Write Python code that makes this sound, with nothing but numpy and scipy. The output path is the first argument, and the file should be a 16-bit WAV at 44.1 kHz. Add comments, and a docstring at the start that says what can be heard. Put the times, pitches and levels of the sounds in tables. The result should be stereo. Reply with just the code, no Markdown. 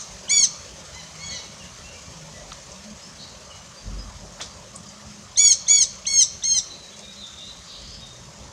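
"""Parakeets on a dead palm trunk

The fading tail of an earlier screech, one near screech, three faint far ones, then a near bout of
four. Each is a harmonic series on an arched pitch, which the trees scatter back. Small birds
whistle in the distance and dry fronds click. Beneath them lie outdoor rumble, hiss and a faint
drone, and gusts buffet the microphones, one of them strongly."""
import sys
import numpy as np
from scipy import signal
from scipy.fft import rfft, irfft, next_fast_len
from scipy.io import wavfile
from scipy.ndimage import uniform_filter1d

SR = 44100
rng = np.random.default_rng(int(sys.argv[2]) if len(sys.argv) > 2 else 0)


def to_wav(s):
    """Save 16-bit WAV."""
    ch = np.atleast_2d(s).T  # columns
    pcm = np.round(np.clip(ch, -1, 1) * 32767)  # PCM
    wavfile.write(sys.argv[1], SR, pcm.astype(np.int16))


N = 375732

# Harmonics 1 to 13 of the voice. Each row: near level, far level, change over the call and change
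# when slack, all in dB.
PARTIALS = [(-41.5, -22, -4, 4), (-16.5, 0, -6.5, -9), (-10.5, -0.5, 9, -17.5), (-5, 2.5, 3, -5.5),
            (-9, -9.5, 11, -7.5), (-0.5, 2.5, 1, 0), (-19.5, -12, 12, 1), (-24.5, -30, 2, 14),
            (-31.5, -37, 18, -2), (-36.5, -45, 3, 7.5), (-44, -50, 21, -6), (-64, -60, 4, 14),
            (-63, -65, 0, 0)]
def screech(row, partials_db, bands, attack_s, release_s,
            jitter=0.00056, strain=0.0088, flutter_db=2, rasp_db=-40):
    """Harmonic oscillation of the syrinx: clean atop the arch of its pitch, rough where it is slack."""
    start, length, pitch_hz, sag, scoop_s, fall_s, level_db, swell_db, odd_db, tilt_db = row
    t = np.arange(0, length, 1 / SR)
    progress = t / length - .5
    scoop = .2 * np.exp(-t / scoop_s)
    fall = .22 * np.exp((t - length) / fall_s)
    hz = pitch_hz * (1 - scoop - fall) - sag * t
    slack = np.clip((1 - hz / hz.max()) / .11, 0, 1)  # fully slack 11% below the top of the arch
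    unsteady_hz = hz * (1 + (jitter + strain * slack) * wander(len(t), 370))
    phase = 2 * np.pi * np.cumsum(unsteady_hz) / SR
    voice = np.zeros(len(t))
    for k, (db, (_, _, drift_db, slack_db)) in enumerate(zip(partials_db, PARTIALS), start=1):
        db += odd_db * (k % 2) + tilt_db * np.log2(k / 6)
        db += drift_db * progress + slack_db * slack
        db += sum(gain_db * np.exp(-((k * hz - centre) / width) ** 2) for centre, width, gain_db in bands)
        # Turbulence lays a skirt of noise around each partial.
        rasp = amp(rasp_db) * (1 + 16 * slack ** 2) * wander(len(t), 570)
        db += flutter_db * wander(len(t), 52)
        voice += amp(db) * (1 + rasp) * np.cos(k * phase + 2 * np.pi * rng.random())
    envelope = np.minimum(t / attack_s, 1) * np.minimum((length - t) / release_s, 1)
    return start, np.sqrt(2) * amp(level_db + swell_db * progress) * envelope * voice


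# Near screeches. Each row: start and length in seconds, pitch in Hz, sag in Hz per second, scoop and
# fall times in seconds, level, swell and odd-partial gain in dB, tilt in dB per octave, lean to the
# left in dB, squeak pitch in Hz.
NEAR_CALLS = [(0.292, 0.17, 1190, 714, 0.014, 0.012, -17, -0.5, -1.5, -2, 1.2, 3180),
              (5.37, 0.17, 1179, 594, 0.014, 0.0093, -14, -1, -1, 1.5, 2, 3550),
              (5.678, 0.17, 1145, 148.5, 0.0082, 0.022, -17, -0.5, -1.5, -0.5, 2.5, 3600),
              (6.064, 0.18, 1110, 231.4, 0.00666, .0167, -17.5, 5.5, -1, 2, 3, 3000),
              (6.4343, 0.17, 1081, 130, 0.0055, 0.019, -20.5, 1.5, -4.5, 2.5, 3, 3790)]
# Interference bands of the bounce off the trunk. Each row: centre and half width in Hz, gain in dB.
TRUNK_BANDS = [(2132, 24, -20), (3182, 75, 11), (3242, 57, -19.5), (4327, 24, -8), (4430, 35, -10),
               (4565, 57, -5.5), (6656, 87, -2), (8450, 200, -5), (10980, 120, 5), (11240, 230, -18)]
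# Phase between the microphones. Each row: frequency in Hz, lead of the left in radians.
LEFT_LEAD = [(0, 0), (3000, 0), (5500, -.4), (6500, -.8), (9000, -.7), (15000, 0)]
def near_parakeets():
    """Interference: partials glide through bands that the trunk's reflection cancels or reinforces."""
    out = np.zeros((2, N))
    near_db = [partial[0] for partial in PARTIALS]
    for *row, lean_db, squeak_hz in NEAR_CALLS:
        # The syrinx squeaks as it starts up.
        squeak = whistle(row[0] - .012, 0.013, squeak_hz, glide_hz=500, db=-37, warble=0.052)
        call = screech(row, near_db, TRUNK_BANDS, attack_s=0.0086, release_s=0.017)
        for start, sound in (squeak, call):
            add(out[0], start, sound * amp(lean_db / 2))
            add(out[1], start, sound * amp(-lean_db / 2))
    lead = spectrum_at(LEFT_LEAD, np.fft.rfftfreq(N, 1 / SR))
    return irfft(rfft(out) * np.exp(.5j * np.array([lead, -lead])), N)


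# The fading tail of an earlier screech at the very start, then three far screeches.
# Each row: the columns of NEAR_CALLS up to the tilt.
FAINT_CALLS = [(-.14, 0.17, 1158, 248.4, 0.0095, 0.015, -34, 0, -8, 9),
               (.91, 0.12, 1060, 50, 0.03, 0.017, -50, 0, 1, -5),
               (1.16, 0.21, 1140, 147.6, 0.032, 0.026, -41.5, 0, -0.5, -1),
               (1.279, .125, 1018, 98.7, 0.02, 0.014, -42.5, 0, -2, -1)]
def faint_screeches():
    """The same harmonic source as an echo tail or from afar: rougher, with stronger low partials."""
    out = np.zeros(N)
    far_db = [partial[1] for partial in PARTIALS]
    for row in FAINT_CALLS:
        add(out, *screech(row, far_db, [], attack_s=0.086, release_s=0.033,
                          jitter=0.002, strain=0.015, flutter_db=1, rasp_db=-20))
    return out


def whistle(start, length, pitch_hz, glide_hz, db, warble, warble_hz=217):
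    """Frequency modulation: a sine tone with soft ends glides and warbles at random."""
    progress = np.linspace(-.5, .5, max(round(length * SR), 8))
    hz = (pitch_hz + glide_hz * progress) * (1 + warble * wander(len(progress), warble_hz))
    tone = np.sin(2 * np.pi * np.cumsum(hz) / SR)
    return start, amp(db) * unit_rms(tone * signal.windows.tukey(len(tone), .6))


# Distant song. Each row: start and length in seconds, pitch and glide in Hz, level in dB, warble as
# a fraction of the pitch.
SONG_NOTES = [(1.596, 0.042, 2820, -350, -47.5, 0.011), (1.821, .13, 2750, 200, -50.5, 0.011),
              (1.935, 0.072, 2354, -30, -47.5, .004), (2.33, 0.084, 1963, -80, -49.5, .006),
              (2.998, .1, 5250, 650, -49, .003), (3.177, 0.076, 4230, 604, -43, 0.081),
              (3.495, .045, 2930, -240, -46, 0.0071), (3.762, 0.039, 4720, 96, -47.5, .004),
              (3.978, .045, 5000, -220, -45.5, .005), (4.45, .065, 4650, -30, -51, .002),
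              (4.86, 0.039, 4780, -450, -50.5, .02), (6.689, 0.062, 3980, -52, -42, 0.036),
              (6.799, 0.11, 3950, -69, -49, .013), (6.909, 0.047, 3400, -200, -49, .03),
              (7.003, .13, 3740, 43, -47, 0.021), (7.02, 0.1, 2400, 32, -55, .004),
              (7.15, 0.09, 4020, -2, -46, 0.037), (7.204, 0.065, 3620, -90, -41, 0.023),
              (7.349, 0.12, 3700, 72, -43.5, 0.039), (7.398, 0.061, 2840, 0, -52, 0.017),
              (7.452, 0.08, 3890, 20, -44, 0.042), (7.63, .17, 4590, 55, -48, 0.047),
              (7.661, 0.15, 4020, 4, -46, .055), (7.554, 0.59, 3230, 171.5, -54.5, 0.075),
              (7.777, .25, 4760, 653, -47, 0.065), (8.006, 0.067, 3720, -67, -43.5, 0.011)]
def songbirds():
    """Nearly pure tones: each note is a single frequency-modulated partial."""
    out = np.zeros(N)
    for row in SONG_NOTES:
        add(out, *whistle(*row))
    return out


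# Beak and claws on dry fronds. Each row: time of the peak in seconds, level in dB, centre in Hz,
# width in octaves, time to decay by 60 dB in seconds.
FROND_CLICKS = [(2.519, -34, 1050, 0.35, 0.039), (2.520, -32.5, 3100, 0.39, 0.017),
                (2.529, -32, 5530, 0.31, 0.023), (2.718, -35.5, 6000, .21, 0.035),
                (4.404, -36, 1170, 1.24, 0.19), (4.409, -32, 3500, 0.13, 0.073),
                (4.4138, -27, 5400, 0.37, 0.043), (4.424, -37.5, 4970, .43, 0.3),
                (4.761, -30, 8040, .17, 0.02), (4.89, -38.5, 6160, 0.27, .025),
                (6.993, -30.5, 6460, 0.26, 0.0077)]
def fronds():
    """Damped vibration: each click is a band of crackle in dry wood that decays exponentially."""
    out = np.zeros(N)
    t = np.arange(SR // 4) / SR
    hz = np.fft.rfftfreq(len(t), 1 / SR) + 1
    for peak_s, db, centre_hz, octaves, t60 in FROND_CLICKS:
        band = np.exp(-.5 * (np.log2(hz / centre_hz) / octaves) ** 2)
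        crackle = unit_rms(irfft(rfft(rng.standard_normal(len(t))) * band, len(t)))
        rise_s = 0.044 * t60
        envelope = np.minimum(t / rise_s, 1) * amp(db - 60 * np.maximum(t - rise_s, 0) / t60)
        add(out, peak_s - rise_s, envelope * crackle)
    return out


def rustle(per_second=70, level_db=-58, spread_db=3, t60=0.018):
    """Shot noise: tiny ticks of dry leaves, at random times, give the hiss a grain."""
    ticks = (rng.random(N) < per_second / SR) * amp(spread_db * np.minimum(rng.exponential(1, N), 2))
    envelope = signal.lfilter([1], [1, -amp(-60 / (t60 * SR))], ticks)
    band = signal.butter(4, [4800, 7600], "bandpass", fs=SR, output="sos")
    return amp(level_db) * unit_rms(signal.sosfilt(band, envelope * rng.standard_normal(N)))


# Gusts. Each row: time of the peak in seconds, level in dB, rise and hold in seconds.
GUSTS = [(1.796, -50, .1, .05), (2.417, -48, .08, 0.04), (3.864, -33, .05, 0.12),
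         (6.538, -51, 0.057, 0.029), (7.83, -43, .15, 0.075)]
# Spectrum of the buffeting. Each row: frequency in Hz, relative density in dB.
BUFFET_SPECTRUM = [(20, -30), (36, -13), (48, -5.5), (65, 0.5), (110, -9.5), (200, -9), (320, -22),
                   (900, -36), (2000, -95)]
def wind(thrum_hz=48, thrum_db=-3, fade_db_per_s=69):
    """Pressure fluctuation: gusts buffet both microphones nearly alike and set off a deep thrum."""
    t = np.arange(N) / SR
    force = np.zeros(N)
    for peak_s, db, rise_s, hold_s in GUSTS:
        onset = np.clip(1 + (t - peak_s) / rise_s, 0, 1) ** 2
        force += onset * amp(db - fade_db_per_s * np.maximum(t - peak_s - hold_s, 0))
    buffet = stereo_noise(BUFFET_SPECTRUM, patchy_db=0.5, correlation=[(40, 1.0), (300, 0.96)])
    hz = thrum_hz * (1 + 0.034 * wander(N, 5.9))
    thrum = np.sqrt(2) * np.sin(2 * np.pi * np.cumsum(hz) / SR)
    return (amp(-5.5) * buffet + amp(thrum_db) * thrum) * force


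# Swells of the drone. Each row: start and length in seconds, pitch and glide in Hz, level in dB.
DRONE_SWELLS = [(.85, 0.57, 158, 0.5, -54), (2.03, 0.39, 158, -1.5, -53), (2.68, 0.18, 188, 38, -52),
                (2.82, 0.15, 209, 2, -46), (4.55, .8, 207, -1, -56), (5.7, .7, 197.4, -0.5, -59.5),
                (6.85, 0.48, 205, -2.5, -54.5), (7.95, 0.56, 122.2, -9.5, -55)]
def drone(waver=0.016, flutter_db=2):
    """Slow modulation of pitch and amplitude: a low tone wavers as it comes and goes."""
    out = np.zeros(N)
    for row in DRONE_SWELLS:
        add(out, *whistle(*row, warble=waver, warble_hz=28))
    return out * amp(flutter_db * wander(N, 5.6))


# Spectra of the outdoor noise. Each row: frequency in Hz, relative density in dB.
RUMBLE_SPECTRUM = [(15, -56), (25, -28), (36, -51), (51, -2), (63, 3), (78, -2.5), (91, -2.5), (199, -0.5),
                   (234, -9.5), (341, -13.5), (422, -9), (470, -14.5), (553, -4), (749, -12.5), (1150, -10),
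                   (1800, -20.5), (2340, -35), (3960, -120)]
HISS_SPECTRUM = [(1060, -35), (1800, -1), (1880, -4), (2060, -3), (2730, -3.5), (3180, -1.5), (3520, -3),
                 (5280, 1.5), (5730, 2), (6390, 5), (7450, -2), (10700, -18), (15600, -30)]
# Their slow drift. Each row: time in seconds, relative level in dB.
RUMBLE_LEVEL = [(0, -47.5), (1.3, -47), (3.2, -48.5), (4.8, -48), (6.8, -50.5), (7.9, -50.5), (8.5, -47)]
HISS_LEVEL = [(0, -42.5), (1.6, -42.5), (3.1, -44.5), (5.2, -45.5), (7, -44.6), (8.5, -46.3)]
# Likeness of the channels. Each row: frequency in Hz, left-right correlation from -1 to 1.
CORRELATION = [(60, 0.79), (130, 0.71), (290, 0.79), (640, 0.93), (1410, 0.85), (3100, 0.78), (6820, 0.13),
               (15000, -0.29)]
def background():
    """Superposition: broadband outdoor rumble and flickering hiss add to the drone and the wind."""
    rumble = stereo_noise(RUMBLE_SPECTRUM, patchy_db=2.5, correlation=CORRELATION)
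    rumble *= amp(time_curve(RUMBLE_LEVEL) + 2.5)
    hiss = stereo_noise(HISS_SPECTRUM, patchy_db=1.7, correlation=CORRELATION)
    hiss *= amp(time_curve(HISS_LEVEL) - 0.4 + 0.95 * wander(N, 44))
    return (rumble + drone() + wind()) * amp([[.9], [-.9]]) + hiss * amp([[.6], [-.6]])


def stereo_noise(spectrum, patchy_db, correlation):
    """Partial coherence: two channels share part of a coloured noise whose level drifts in patches."""
    frames, hz = N // 512 + 5, np.fft.rfftfreq(2048, 1 / SR)
    left_re, left_im, own_re, own_im, patches = rng.standard_normal((5, frames, len(hz)))
    patches = uniform_filter1d(patches, size=6, axis=0)
    patches = unit_rms(uniform_filter1d(patches, size=12, axis=1))
    shared = np.clip(spectrum_at(correlation, hz), -1, 1)
    left = left_re + 1j * left_im
    right = shared * left + np.sqrt(1 - shared ** 2) * (own_re + 1j * own_im)
    spectra = np.array([left, right]) * amp(spectrum_at(spectrum, hz) + patchy_db * patches)
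    _, noise = signal.istft(spectra.swapaxes(1, 2), nperseg=2048, noverlap=1536)
    return unit_rms(noise[:, :N])


def scatter(x, t60, delay_s, band_hz):
    """Scattering: trunks and leaves return sparse echoes, and leaves throw back short waves best."""
    t = np.arange(SR) / SR
    echoes = rng.standard_normal((2, SR)) * (rng.random((2, SR)) < .1)
    echoes *= (t > delay_s) * amp(-60 * t / t60)
    echoes = signal.sosfilt(signal.butter(2, band_hz, "bandpass", fs=SR, output="sos"), echoes)
    echoes /= np.linalg.norm(echoes, axis=1, keepdims=True)
    return signal.fftconvolve(x[None], echoes, axes=1)[:, :N]


def amp(db):
    """Decibels to amplitude ratio."""
    return 10 ** (np.asarray(db) / 20)


def unit_rms(x):
    """Normalisation to rms 1."""
    return x / np.sqrt(np.mean(x ** 2) + 1e-20)


def spectrum_at(points, hz):
    """Interpolation on a log-frequency axis."""
    point_hz, values = np.transpose(points)
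    return np.interp(np.log(hz + 1), np.log(point_hz + 1), values)


def time_curve(points):
    """Linear interpolation at every sample."""
    return np.interp(np.arange(N) / SR, *np.transpose(points))


def add(mix, start, sound):
    """Superposition of a sound on the mix, from a start in seconds."""
    at = round(start * SR)
    sound = sound[max(-at, 0):]
    part = mix[max(at, 0):][:len(sound)]
    part += sound[:len(part)]


def wander(size, hz):
    """Low-pass noise of rms about 1, with changes up to about hz."""
    padded = next_fast_len(size + 8192)
    lowpass = np.exp(-.5 * (np.fft.rfftfreq(padded, 1 / SR) / hz) ** 2)
    return unit_rms(irfft(rfft(rng.standard_normal(padded)) * lowpass, padded))[:size]


def scene():
    """Direct and reverberant fields: far sounds owe a larger share to the trees than near ones."""
    near = near_parakeets() + (fronds() + rustle()) * amp([[.8], [-.8]])
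    far = faint_screeches() + songbirds()
    near_mono = near.mean(0)
    direct = near * amp([[.5], [.1]]) + far * amp([[-2], [-3.5]])
    close_echoes = scatter(amp(-8) * near_mono + amp(-7.5) * far,
                           t60=0.16, delay_s=0.00069, band_hz=(3660, 9400))
    grove_echoes = scatter(amp(-22) * near_mono, t60=0.62, delay_s=0.045, band_hz=(3350, 6100))
    far_echoes = scatter(amp(-7) * far, t60=0.66, delay_s=0.01, band_hz=(2410, 6800))
    low_echoes = scatter(amp(-27.5) * near_mono, t60=0.76, delay_s=0.014, band_hz=(1800, 3300))
    return direct + close_echoes + grove_echoes + low_echoes + far_echoes + background()


def record(dry):
    """Band limiting: a steep low-pass filter removes the highest treble."""
    lowpass = signal.firwin(511, cutoff=15750, window=("kaiser", 9), fs=SR)
    return signal.oaconvolve(dry, lowpass[None], "same")


dry = scene()
out = record(dry)
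to_wav(out)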